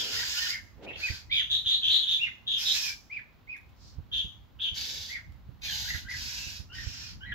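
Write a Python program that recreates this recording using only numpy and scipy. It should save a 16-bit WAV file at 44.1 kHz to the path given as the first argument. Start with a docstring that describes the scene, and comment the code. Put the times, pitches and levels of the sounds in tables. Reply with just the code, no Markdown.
"""Songbirds mobbing a hawk in a back yard.

Air forced through the syrinx gives long hissing rasps, squeals, short rough chacks, arched chirps
and cracking yelps. House walls and hedges throw the calls back. Wings whoosh, and soft low bumps
shake the hand-held camera over a faint suburban rumble."""
import sys
import numpy as np
from scipy import signal
from scipy.fft import rfft, irfft, next_fast_len
from scipy.io import wavfile
from scipy.ndimage import map_coordinates

SR = 44100
rng = np.random.default_rng(int(sys.argv[2]) if len(sys.argv) > 2 else 0)


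def file_out(sig):
    """Save sig as 16-bit WAV at sys.argv[1]."""
    # one column per channel
    cols = np.atleast_2d(sig).T
    # limit, then scale
    lim = np.clip(cols, -1, 1)
    pcm = np.round(lim * 32767).astype(np.int16)
    wavfile.write(sys.argv[1], SR, pcm)


N = 323694
T = np.arange(N) / SR


def chacks(pulse_hz=165, swing_hz=190, rough_db=8, attack_s=.02, release_s=.035, throat_width_hz=1350):
    """A whistle torn into uneven pulses that jerk pitch and loudness, focused by a throat tuned to it."""
    # Each row: start in seconds, length in seconds, level in dB, pitch in Hz, slide in Hz,
    # left over right in dB.
    calls = [(-.04, 0.079, -33, 3340, 80.5, 3.5), (1.302, 0.13, -26, 3432, -450, -1.5),
             (1.489, 0.096, -25, 3627, 397.5, 1.5), (1.643, .14, -24, 3583, 347.5, 0),
             (1.812, 0.12, -25, 3300, -370, 2), (1.883, .12, -22, 3734, 140.5, 2.5),
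             (1.996, 0.077, -30.5, 3420, -250, -0.5), (2.058, .12, -25, 3473, 130, -1),
             (2.458, .14, -28, 3443, -320, 1.5), (2.64, .1, -26, 3747, 261.5, -4),
             (4.111, .12, -29, 3380, -130, 1), (4.587, .12, -30, 3270, -380, 2.5)]
    # Turbulence spectrum. Each row: frequency in Hz, density in dB.
    edge_spectrum = [(800, -13), (1800, -8.5), (2900, 7), (4200, 5.5), (5000, -2), (6400, -7), (7600, -23),
                     (10000, -10), (11700, -6.5), (13500, -13.5), (15500, -16)]
    # Upper throat resonance, rising as the beak opens: early, late.
    beak_hz = (5700, 6420)
    out = np.zeros((2, N))
    for start_s, length_s, db, mid_hz, slide_hz, side_db in calls:
        t = np.arange(int(length_s * SR)) / SR
        n = len(t)
        beat = phase_of(pulse_hz * (1 + .344 * wobble(149.7, n)))
        onset = np.maximum(1 - t / attack_s, 0)
        pitch_hz = mid_hz + slide_hz * (t / length_s - .5) - 300 * onset
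        tear = amp(.45 * (db + 26))  # louder calls are torn wider
        pitch_hz += tear * (swing_hz * np.sin(beat) + 150 * wobble(802.2, n))
        phase = phase_of(pitch_hz)
        pulses = amp(rough_db * np.cos(beat) + wobble(200, n) - 24 * onset)
        pulses *= np.clip(np.minimum(t / .004, (length_s - t) / release_s), 0, 1)
        # the second side of the syrinx is lower and less steady
        second_side = amp(-13) * wobble(400, n) * np.sin(phase - 2 * np.pi * 480 * t)
        syrinx = (np.sin(phase) + second_side) * pulses
        tone = unit(filtered(syrinx, lambda hz: resonance(hz, mid_hz, throat_width_hz)))
        undertone = unit(np.sin(phase / 2) * pulses * amp(20 * onset))  # period doubling
        push = pulses * np.sin(np.pi * t / length_s)  # treble needs full pressure
        early, late = (band(np.sin(2 * phase) * push, hz, 500) for hz in beak_hz)
        overtone = unit(early + (late - early) * t / length_s)
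        edge = coloured(rng.standard_normal(n) * push, edge_spectrum)
        edge *= amp(-24 + .23 * (db + 37.5))  # louder calls are harsher
        call = amp(db) * (tone + amp(-33.5) * undertone + amp(-29) * overtone + edge)
        add(out, start_s, pan(side_db) * yard(call, walls_db=1, tail_db=2))
    return out


def rasps(attack_s=.029, release_s=.074, fade_db=16.5, low_hz=1540, gape=.07):
    """Air forced through a chaotically fluttering syrinx hisses in three throat resonances."""
    # Each row: start in seconds, length in seconds, relative level in dB, crest in seconds after the
    # start, sag either side in dB/s, low resonance in dB, middle in Hz and dB, high in Hz and dB.
    calls = [(-.25, 0.47, -36, 0.22, 29, 1.5, 2850, 5.5, 5000, 6.5),
             (0.093, 0.48, -36.5, 0.33, 3, 1, 3010, 2.5, 4960, -3),
             (0.959, .27, -43.5, 0.12, 26, 2, 1960, -14.5, 4570, 6.5),
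             (2.561, 0.39, -34, .21, 27, -7.5, 2650, -8.5, 5210, 8.5),
             (4.733, .46, -37.5, .04, 27, -6, 3560, 8, 4810, 8),
             (5.611, 0.44, -38, .16, 26, -6.5, 3000, -2.5, 4245, 4),
             (6.078, 0.56, -40.5, 0.23, 27.5, -2.5, 2470, -11.5, 5340, 4.5),
             (6.718, 0.44, -47.5, 0.28, 3, 0, 2430, 1, 5250, 8)]
    # Hiss under the resonances. Each row: frequency in Hz, density in dB.
    hiss = [(150, -6.5), (350, -18.5), (600, -19.5), (950, -8), (1250, -25.5), (1550, -8.5), (2500, 0.5),
            (4500, 6), (6000, 1.5), (7300, -5), (8200, -12), (10000, -19), (12000, -7), (15500, -17.5)]
    out = np.zeros((2, N))
    for start_s, length_s, db, crest_s, sag_db_per_s, low_db, mid_hz, mid_db, high_hz, high_db in calls:
        t = np.arange(int(length_s * SR)) / SR
        n = len(t)
        flutter = amp(1.5 * wobble(700, n) + 1.32 * wobble(90, n))
        modes = [(low_hz, 340, low_db), (mid_hz, 520, mid_db), (high_hz, 650, high_db)]
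        treble = [(5000, 0), (9000, .35 * (db + 40.5))]  # louder calls are brighter

        def throat(hz):
            peaks = sum(amp(gain) * resonance(hz, centre, width) ** 2 for centre, width, gain in modes)
            return amp(along(hiss, hz) + along(treble, hz)) + peaks

        voice = filtered(flutter * rng.standard_normal(n), throat)
        # the beak opens and closes: all resonances rise and sink together
        rise = gape * (np.sin(np.linspace(0, np.pi, n)) - 2 / np.pi) + .012 * wobble(25, n)
        voice = unit(map_coordinates(voice, [np.cumsum(1 + rise)], order=5, mode="mirror"))
        opened = np.clip(np.minimum(t / attack_s, (length_s - t) / release_s), 0, 1)
        push_db = db + 5 - sag_db_per_s * np.abs(t - crest_s) - fade_db * (1 - opened)
        voice *= amp(push_db) * signal.windows.tukey(n, .04)
        add(out, start_s, pan(-.4) * yard(voice, walls_db=4, tail_db=-5))
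    return out


def squeals(jitter=.0246, rough_db=5.7):
    """Within a rasp the fluttering syrinx briefly locks onto one shaky, sliding pitch."""
    # Each row: start in seconds, length in seconds, opening pitch in Hz, closing pitch in Hz, level in dB.
    calls = [(.11, .2, 5050, 4600, -40), (.37, .19, 5000, 4900, -38.5), (2.73, .06, 2650, 2450, -38),
             (2.825, .095, 2530, 2300, -38.5), (2.78, 0.158, 1780, 1560, -52),
             (5.615, .055, 2550, 2400, -42), (5.655, 0.094, 1950, 1430, -46), (5.65, .11, 3700, 2750, -40),
             (6.33, 0.2, 2760, 2560, -47.5)]
    out = np.zeros((2, N))
    for start_s, length_s, open_hz, close_hz, db in calls:
        n = int(length_s * SR)
        pitch_hz = np.geomspace(open_hz, close_hz, n) * (1 + jitter * wobble(900, n))
        swell = amp(rough_db * wobble(250, n)) * signal.windows.tukey(n, .5)
        tone = unit(swell * np.sin(phase_of(pitch_hz)))
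        add(out, start_s, yard(amp(db) * tone, walls_db=2, tail_db=-9.5))
    return out


def chirps(top_at=.41, droop=1.25):
    """Whistles that arch up and down in pitch."""
    # Each row: start in seconds, length in seconds, top pitch in Hz, level in dB,
    # relative overtone level in dB, hoarseness from 0 to 1.
    calls = [(.862, 0.056, 2785, -40.5, -26, 0.64), (.912, 0.06, 3135, -43.5, -20, 0.98),
             (1.008, 0.092, 2534, -31.5, -14, 0.21), (1.292, .135, 2450, -33, 3, 0.42),
             (2.184, .1, 2807, -28.5, -10, .42), (3.095, 0.11, 2519, -38, -10, .45),
             (3.47, 0.1, 2523, -40.5, -12, .25), (5.086, .11, 2196, -38.5, -10, .55)]
    return whistles(calls, lambda u: 1 - droop * (u - top_at) ** 2)


def yelps(break_at=.37, jump_share=.05, fall_at=.78):
    """Lower whistles that climb, crack up to the top pitch, hold and fall."""
    # Each row: start in seconds, length in seconds, top pitch in Hz, level in dB,
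    # relative overtone level in dB, hoarseness from 0 to 1.
    calls = [(.11, .14, 1893, -41, -10, .51), (.34, .14, 1828, -37, 2, 0.41),
             (.445, .125, 2092, -38.5, -9, .55), (5.835, .13, 1995, -37.5, -9, .45),
             (6.037, .12, 1985, -39, -11, 0.44), (6.686, .16, 1872, -44.5, 1, .5),
             (7.2, .14, 1987, -40, -2, .5)]

    def crack(u):
        low = .72 + .2793 * u
        high = np.interp(u, [fall_at, 1], [1, .7])
        return low + (high - low) * np.clip((u - break_at) / jump_share, 0, 1)

    return whistles(calls, crack)


def whistles(calls, shape, waver=.063, rough_db=8, trill_hz=130, db_per_octave=25.5, attack_s=.025):
    """A shaky whistle follows its shape; the overtone stands out as it passes the throat resonance."""
    out = np.zeros((2, N))
    for start_s, length_s, top_hz, db, overtone_db, hoarseness in calls:
        n = int(length_s * SR)
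        u = np.linspace(0, 1, n)
        glide = shape(u)  # share of the top pitch
        fray = hoarseness * (1 + 1.1 * (u - .5))
        onset = np.maximum(1 - u * length_s / attack_s, 0)
        level_db = db_per_octave * np.log2(glide) - 9 * onset
        trill = np.sin(phase_of(trill_hz * (1 + .3 * wobble(100, n))))
        shake = fray * waver * (wobble(700, n) + .31 * trill)
        phase = phase_of(top_hz * (glide + shake))
        flutter_db = fray * rough_db * (wobble(220, n) + .5 * trill)
        swell = amp(level_db + flutter_db) * signal.windows.tukey(n, .1)
        overtone = filtered(swell * np.sin(2 * phase), lambda hz: resonance(hz, 2940, 320) ** 2 + amp(-28))
        husk = amp(-12.5) * fray * band(rng.standard_normal(n), .98 * top_hz, 900)
        call = unit(swell * (np.sin(phase) + husk) + amp(overtone_db + 7) * overtone)
        add(out, start_s, yard(amp(db) * call, walls_db=2.5, tail_db=-2.5))
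    return out


def wings():
    """Wings push air aside in soft whooshes."""
    # Each row: centre in seconds, width in seconds, level in dB.
    strokes = [(.04, 0.15, -50.5), (.865, 0.035, -46), (.93, 0.079, -52.5), (4.93, 0.084, -61)]
    # Each row: frequency in Hz, density in dB.
    whoosh = [(100, -10), (280, 2), (480, 4.5), (750, -3), (1100, -15), (2500, -16.5), (6000, -63)]
    swell = sum(amp(db) * gaussian(centre_s, width_s) for centre_s, width_s, db in strokes)
    return swell * noise(whoosh, alike=.69)


def rustles(width_hz=2200):
    """Brief scratchy swells of flickering noise."""
    # Each row: centre in seconds, width in seconds, level in dB, band centre in Hz.
    swells = [(0.844, 0.012, -52, 3160), (.92, 0.046, -62.5, 3020), (3.872, 0.05, -56.5, 4790)]
    out = np.zeros((2, N))
    for centre_s, width_s, db, centre_hz in swells:
        scratch = band(rng.standard_normal((2, N)), centre_hz, width_hz)
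        out += amp(db + 1.1 * wobble(120, N)) * scratch * gaussian(centre_s, width_s)
    return out


def ticks(decay_s=.0016):
    """Faint sharp ticks echo in the yard."""
    # Each row: start in seconds, relative level in dB.
    hits = [(3.565, -43), (3.692, -54), (5.322, -48.5)]
    out = np.zeros((2, N))
    t = np.arange(SR // 20) / SR
    for start_s, db in hits:
        burst = rng.standard_normal(len(t)) * np.exp(-t / decay_s)
        tick = filtered(burst, lambda hz: resonance(hz, 2700, 6000))
        add(out, start_s, yard(amp(db) * tick, walls_db=3.5, tail_db=-.5))
    return out


def bumps(thud_hz=77.2, decay_s=.011):
    """The hand nudges the camera: a heavily damped low swing with a scuff."""
    # Each row: start in seconds, relative level in dB.
    nudges = [(1.102, -26), (3.982, -31), (4.247, -32.5), (4.717, -35.5), (5.49, -37.5), (5.946, -32),
              (6.258, -36), (6.469, -34.5), (6.598, -34.5), (6.868, -29.5)]
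    out = np.zeros((2, N))
    t = np.arange(SR // 6) / SR
    swing = np.sin(2 * np.pi * thud_hz * t) * np.exp(-t / decay_s)
    scuff_envelope = .47 * np.exp(-t / .019) * (1 - np.exp(-t / .0042))
    for start_s, db in nudges:
        scuff = scuff_envelope * band(rng.standard_normal((2, len(t))), 87, 73)
        add(out, start_s, amp(db - 1) * pan(-17) * (swing + scuff))
    return out


def rumble():
    """A faint, uneven low rumble."""
    # Each row: time in seconds, relative level in dB.
    levels = [(0.0, -57.5), (0.88, -60.5), (1.24, -55.5), (3.35, -66.5), (4.17, -54.5), (4.52, -63),
              (4.91, -55.5), (5.44, -59.5), (5.68, -50), (6.75, -55.5), (7.34, -48.5)]
    # Each row: frequency in Hz, density in dB.
    spectrum = [(15, -15.5), (30, -10), (48, -0.5), (75, 1), (110, -4.5), (180, -14.5), (290, -22),
                (450, -51.5), (900, -86)]
    level_db = np.interp(T, *np.transpose(levels)) + 5 + 2.8 * wobble(18, N)
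    return amp(level_db) * noise(spectrum, alike=.2) * pan(-1.5)


def air(level_db=-60):
    """The near-steady hush of the neighbourhood."""
    # Each row: frequency in Hz, density in dB.
    spectrum = [(100, 1.5), (250, -2.5), (450, -11), (1000, -10), (2000, -17.5), (4000, -20), (7000, -33.5),
                (10000, -38.5), (15500, -23.5)]
    return amp(level_db + .4 * wobble(2.5, N)) * noise(spectrum, alike=.33)


def yard(call, walls_db, tail_db, spread_s=.02, echo_s=.046, echo_db=-8, reflections=14):
    """Direct path, near walls, a house echo and a diffuse tail, at unchanged energy."""
    # Each row: frequency in Hz, time to fall 60 dB in seconds.
    t60 = [(300, 0.57), (2300, 0.4), (3600, 0.35), (6000, 0.49), (14000, 0.5)]
    hz, t, bins = signal.stft(rng.standard_normal((2, SR // 2)), SR, nperseg=256)
    decay = amp(-60 * t / along(t60, hz)[:, None])
    tail = signal.istft(bins * decay, SR, nperseg=256)[1]
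    paths = amp(tail_db) * tail / np.linalg.norm(tail[0])
    for ear in paths:
        delay_s = np.minimum(rng.exponential(spread_s, reflections), .2)
        strength = rng.standard_normal(reflections) * np.exp(-delay_s / (2 * spread_s))
        ear[(delay_s * SR).astype(int)] += amp(walls_db) * strength / np.linalg.norm(strength)
        ear[int(echo_s * rng.uniform(.9, 1.1) * SR)] += amp(echo_db)
        ear[int(rng.uniform(0, .0003) * SR)] += 1  # bearing decides which side hears it first
    heard = signal.fftconvolve(call[None], paths, axes=1)
    return heard * np.linalg.norm(call) / np.linalg.norm(heard, axis=1, keepdims=True)


def amp(db):
    """Decibels to gain."""
    return 10 ** (np.asarray(db) / 20)


def unit(x):
    """Scale to rms 1."""
    return x / np.sqrt(np.mean(x ** 2) + 1e-20)


def along(points, hz):
    """(Hz, value) points read on a log axis."""
    knots_hz, values = np.transpose(points)
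    return np.interp(np.log(hz + 1), np.log(knots_hz + 1), values)


def phase_of(hz):
    """Running phase in radians."""
    return 2 * np.pi * np.cumsum(hz) / SR


def gaussian(centre_s, width_s):
    """Bell-shaped envelope, peak 1."""
    return np.exp(-((T - centre_s) / width_s) ** 2 / 2)


def wobble(rate_hz, n):
    """A smooth curve through random knots."""
    knots = rng.standard_normal(int(n * rate_hz / SR) + 4)
    return map_coordinates(knots, [np.arange(n) * rate_hz / SR + 1])


def filtered(x, response):
    """Apply a frequency response."""
    n = x.shape[-1]
    padded = next_fast_len(n + 8192)
    return irfft(rfft(x, padded) * response(np.fft.rfftfreq(padded, 1 / SR)), padded)[..., :n]


def resonance(hz, centre_hz, width_hz):
    """Gain of one resonance, 1 at its centre."""
    return hz * width_hz / np.hypot(centre_hz ** 2 - hz ** 2, hz * width_hz)


def band(x, centre_hz, width_hz):
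    """Filter by a squared resonance, to rms 1."""
    return unit(filtered(x, lambda hz: resonance(hz, centre_hz, width_hz) ** 2))


def coloured(x, spectrum):
    """Filter by (Hz, dB) points, to rms 1."""
    return unit(filtered(x, lambda hz: amp(along(spectrum, hz))))


def noise(spectrum, alike):
    """Coloured stereo noise with a share common to both sides."""
    white = np.sqrt(alike) * rng.standard_normal(N) + np.sqrt(1 - alike) * rng.standard_normal((2, N))
    return coloured(white, spectrum)


def pan(db):
    """Left and right gains for a level difference."""
    return amp([[db / 2], [-db / 2]])


def add(track, start_s, x):
    """Mix x into the track."""
    start = round(start_s * SR)
    track[:, max(start, 0):start + x.shape[-1]] += x[..., max(-start, 0):N - start]


def scene():
    """The birds over the quiet neighbourhood."""
    hush = air()
    birds = rasps() + squeals() + chacks() + chirps() + yelps()
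    return birds + wings() + rustles() + ticks() + rumble() + bumps() + hush


def record(dry, low_cut_hz=38, top_hz=15750):
    """The microphone ports notch the treble, the left is duller; deep bass and the very top are cut."""
    # Each row: frequency in Hz, gain in dB.
    notch = [(7600, -0.5), (8200, -11), (8650, -31), (9300, -13), (10300, -3)]
    # Unequal ports. Each row: frequency in Hz, left over right in dB.
    tilt = [(2500, -1.5), (4500, 0.5), (6500, -5), (9000, -12), (14000, -3.5)]
    sides = lambda hz: amp(along(tilt, hz) * np.array([[.5], [-.5]]))
    low_cut = lambda hz: hz ** 3 / np.hypot(hz ** 3, low_cut_hz ** 3)
    return filtered(dry, lambda hz: amp(along(notch, hz)) * sides(hz) * low_cut(hz) * (hz < top_hz))


dry = scene()
out = record(dry)
file_out(out)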